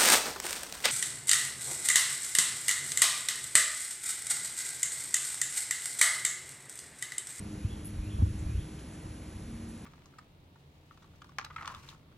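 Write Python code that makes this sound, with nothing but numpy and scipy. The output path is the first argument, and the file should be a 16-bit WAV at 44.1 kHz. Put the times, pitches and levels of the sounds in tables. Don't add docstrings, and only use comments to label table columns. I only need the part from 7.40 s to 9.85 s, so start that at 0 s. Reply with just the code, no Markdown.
import sys
import numpy as np
from scipy import signal
from scipy.fft import rfft, irfft
from scipy.io import wavfile
from scipy.ndimage import uniform_filter1d

SR = 44100
rng = np.random.default_rng(int(sys.argv[2]) if len(sys.argv) > 2 else 0)


def pcm_store(signal):
    levels = np.round(np.clip(np.atleast_2d(signal), -1, 1) * 32767)
    wavfile.write(sys.argv[1], SR, levels.astype(np.int16).T)


N = 108045
TIME = np.arange(N) / SR
HZ = np.maximum(np.arange(N // 2 + 1) * SR / N, 1)


def from_db(db):
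    return 10 ** (np.asarray(db) / 20)


def unit_rms(x):
    return x / np.sqrt(np.mean(x ** 2) + 1e-20)


def envelope(rows):
    return from_db(np.interp(TIME, *np.transpose(rows)))


def over_log_hz(rows):
    hz, value = np.transpose(rows)
    return np.interp(np.log(HZ), np.log(hz), value)


def noise(gain):
    return unit_rms(irfft(rfft(rng.standard_normal(N)) * gain, N))


def drift(rate_hz):
    return noise(1 / (1 + (HZ / rate_hz) ** 2))


def phase(hz):
    return 2 * np.pi * np.cumsum(hz) / SR


# f/Hz, relative density/dB
AIR_SPECTRUM = [(25, -31), (60, 0), (120, -2.5), (200, -2.5), (320, -9.5), (450, -15.5), (700, -19),
                (1100, -24), (2200, -26), (4200, -31), (6500, -31.5), (8500, -29), (10700, -23),
                (11400, -31), (11900, -45.5), (12500, -78)]
# f/Hz, coherence/0..1
AIR_COHERENCE = [(300, 1), (450, 0.99), (700, 0.17), (1100, 0.79), (1800, .96), (4500, 1), (10500, 1)]
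# t/s, level/dB
AIR_LEVEL = [(0, -44), (.6, -45.5), (1.1, -44), (1.3, -45), (2.45, -46)]
def air():
    coherence = over_log_hz(AIR_COHERENCE)
    mid, side = rfft(rng.standard_normal((2, N)))
    stereo = np.sqrt(1 + coherence) * mid + np.sqrt(1 - coherence) * side * [[1], [-1]]
    return envelope(AIR_LEVEL) * unit_rms(irfft(stereo * from_db(over_log_hz(AIR_SPECTRUM)), N))


# multiple, loaded rms level/dB, free-running rms level/dB
MOTOR_HARMONICS = [(1, -46.5, -68), (2, -50.5, -59.5), (3, -52, -56.5), (4, -68.5, -71), (5, -71, -72)]
# peak t/s, rms level/dB, f/Hz, half length/s
DRONES = [(2.226, -46.5, 227.4, 0.21), (2.43, -52, 186, 0.067)]
def motors():
    loaded_hz, speed_gain, waver = 102.34, 0.01276, 0.0018
    ease_at_s, ease_s = 1.155, 0.08
    eased = .5 + .5 * np.tanh((TIME - ease_at_s) / ease_s)
    turn = phase(loaded_hz * (1 + speed_gain * eased + waver * drift(2.64)))
    hum = np.zeros(N)
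    for multiple, loaded_db, free_db in MOTOR_HARMONICS:
        gain = from_db(loaded_db + (free_db - loaded_db) * eased + 2.06 * drift(7.3))
        hum += gain * np.sin(multiple * turn + rng.uniform(0, 2 * np.pi))
    for peak_s, db, hz, half_s in DRONES:
        swell = from_db(db) * np.exp(-((TIME - peak_s) / half_s) ** 2)
        hum += swell * np.sin(phase(hz * (1 + waver * drift(3.5))))
    return np.sqrt(2) * hum


def yard_echoes(x):
    t60_s, echo_db = 0.8, -1
    response = rng.standard_normal(N) * from_db(-60 * TIME / t60_s)
    return from_db(echo_db) * signal.fftconvolve(x, response / np.linalg.norm(response))[:N]


# leap t/s, top-note level/dB, slur level/dB, leap time constant/s
WHISTLES = [(.297, -56, -62, 0.0053), (.702, -58.5, -60, 0.0045), (1.182, -60, -60.5, 0.0187)]
def bird():
    low_hz, knee_hz, top_hz = 2306, 2984, 3406
    sweep_s, swell_s, hold_s, release_s = 0.052, 0.13, 0.029, 0.032
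    slur_waver, top_waver, rough_db = 0.0207, 0.047, 2.5
    song = np.zeros(N)
    for at_s, top_db, slur_db, leap_s in WHISTLES:
        before_s = np.maximum(at_s - TIME, 0)
        after_s = np.maximum(TIME - at_s - hold_s, 0)
        on_top = .5 + .5 * np.tanh((TIME - at_s) / leap_s)
        slur_hz = low_hz + (knee_hz - low_hz) * np.exp(-before_s / sweep_s)
        waver = drift(141)
        hz = (1 - on_top) * slur_hz * (1 + slur_waver * waver)
        hz += on_top * top_hz * (1 + top_waver * waver)
        gain = from_db(slur_db + (top_db - slur_db) * on_top + rough_db * drift(150))
        song += gain * np.exp(-before_s / swell_s - after_s / release_s) * np.sin(phase(hz))
    return song + yard_echoes(song)


# t/s, level/dB, f/Hz, tail re snap/dB, snap rise/s, tail bandwidth/ln(f)
TICKS = [(0.123, -55, 7300, -8, .0004, 0.23), (0.446, -38, 10400, -9, 0.00024, 0.13),
         (0.456, -28, 10300, -19, 0.00025, 0.22), (0.465, -41, 10300, -7, 0.00027, 0.12),
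         (0.47, -37, 9800, -18, 0.00033, .15), (.9915, -44.5, 7600, -11, .0006, 0.18),
         (1.389, -50, 3160, -5.5, 0.001, 1), (1.536, -45, 7900, -12, .0003, 0.16),
         (2.288, -52, 8950, -1.5, .0003, 0.2)]
def ticks():
    tail_rise_s, tail_decay_s = 0.00066, 0.026
    out = np.zeros(N)
    for at_s, db, hz, tail_db, rise_s, log_width in TICKS:
        age_s = np.maximum(TIME - at_s, 0)
        snap = age_s / rise_s * np.exp(1 - age_s / rise_s) * np.sin(2 * np.pi * hz * age_s)
        hiss = noise(np.exp(-.5 * (np.log(HZ / hz) / log_width) ** 2))
        tail = (1 - np.exp(-age_s / tail_rise_s)) * np.exp(-age_s / tail_decay_s) * hiss
        out += from_db(db) * (snap + from_db(tail_db) * tail)
    return out


# t/s, envelope peak level/dB, initial f/Hz, rise/cycles
EDDIES = [(0.2451, -21, 109, .85), (0.557, -28, 75.5, .7), (0.579, -28.5, 60, 1), (0.663, -29.5, 94, 0.83),
          (0.82, -17, 110, 1.24), (0.8224, -21, 237, 0.85), (1.02, -28.5, 123.5, 1.05),
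          (1.055, -24, 72, 0.75), (1.089, -23.5, 103, 1.03), (1.145, -22.5, 76, 1), (1.178, -26, 85, 0.83),
          (1.186, -31.5, 166, 0.87), (1.664, -36, 72.4, 0.77), (1.946, -38, 67.5, 0.98),
          (2.016, -33.5, 118, 0.94)]
def eddies():
    sag_per_cycle = 0.15
    out = np.zeros(N)
    for at_s, db, hz, rise_cycles in EDDIES:
        cycles = np.maximum(TIME - at_s, 0) * hz
        age = cycles / rise_cycles
        swing = np.sin(2 * np.pi * np.log1p(sag_per_cycle * cycles) / sag_per_cycle)
        out += from_db(db) * (age * np.exp(1 - age)) ** 2 * swing
    return out


# t/s, level/dB
WIND_LEVEL = [(0, -48), (.2, -49), (.3, -40.5), (.51, -50), (.57, -39), (.72, -44.5), (.81, -28),
              (.95, -38), (1.04, -37.5), (1.19, -36.5), (1.25, -49), (1.6, -57), (1.675, -39.5),
              (1.72, -49.5), (1.9, -53), (2.0, -46), (2.2, -46), (2.45, -54)]
# f/Hz, relative density/dB
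WIND_SPECTRUM = [(20, -13), (40, -1), (62, 7.5), (100, 0.5), (150, -9), (300, -26.5), (500, -38),
                 (1000, -64), (6000, -110)]
def wind():
    low_hz, high_hz = 535, 1100
    flutter_db, swing_db, pan_right_db = -20.5, 10.5, 4
    rumble = noise(from_db(over_log_hz(WIND_SPECTRUM)))
    rumble /= np.sqrt(uniform_filter1d(rumble ** 2, size=2600) + 1e-9)
    band = 1 / (1 + (low_hz / HZ) ** 6 + (HZ / high_hz) ** 6)
    flutter = unit_rms(noise(band) * from_db(swing_db * np.tanh(drift(24))))
    polarity = np.array([[1], [-1]])
    port_gain = polarity * from_db(flutter_db - pan_right_db * polarity)
    return envelope(WIND_LEVEL) * (rumble + port_gain * flutter)


def scene():
    return air() + motors() + bird() + ticks() + eddies() + wind()


def suppress_wind(x):
    centre_hz, log_width = 810, 0.42
    window_s, half_duck_db, depth = 0.15, -32.5, 0.97
    mid = x.mean(axis=0)
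    power = np.maximum(uniform_filter1d(mid ** 2, size=int(window_s * SR)), 1e-12)
    duck = depth / (1 + (from_db(half_duck_db) ** 2 / power) ** 2)
    band = np.exp(-(np.log(HZ / centre_hz) / log_width) ** 2)
    return x - duck * irfft(rfft(mid) * band, N)


# f/Hz, right-channel lag/rad
PAIR_LAG = [(400, 0), (1400, -.4), (2600, .7), (4100, .7), (4600, 1.6), (4900, 3.14), (5250, 5.3),
            (5750, 6.28), (6200, 6.35), (7500, 8.0), (8750, 9.33), (9400, 9.52), (10000, 10.05),
            (11000, 11.1), (11700, 12.56)]
def record(dry):
    rolloff_hz, stopband_hz = 11040, 13650
    left, right = suppress_wind(dry)
    lag_rad = np.interp(HZ, *np.transpose(PAIR_LAG))
    pair = np.array([left, irfft(rfft(right) * np.exp(-1j * lag_rad), N)])
    pair = signal.sosfilt(signal.butter(8, rolloff_hz, fs=SR, output="sos"), pair)
    return signal.sosfilt(signal.cheby2(16, 60, stopband_hz, fs=SR, output="sos"), pair)


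dry = scene()
out = record(dry)
pcm_store(out)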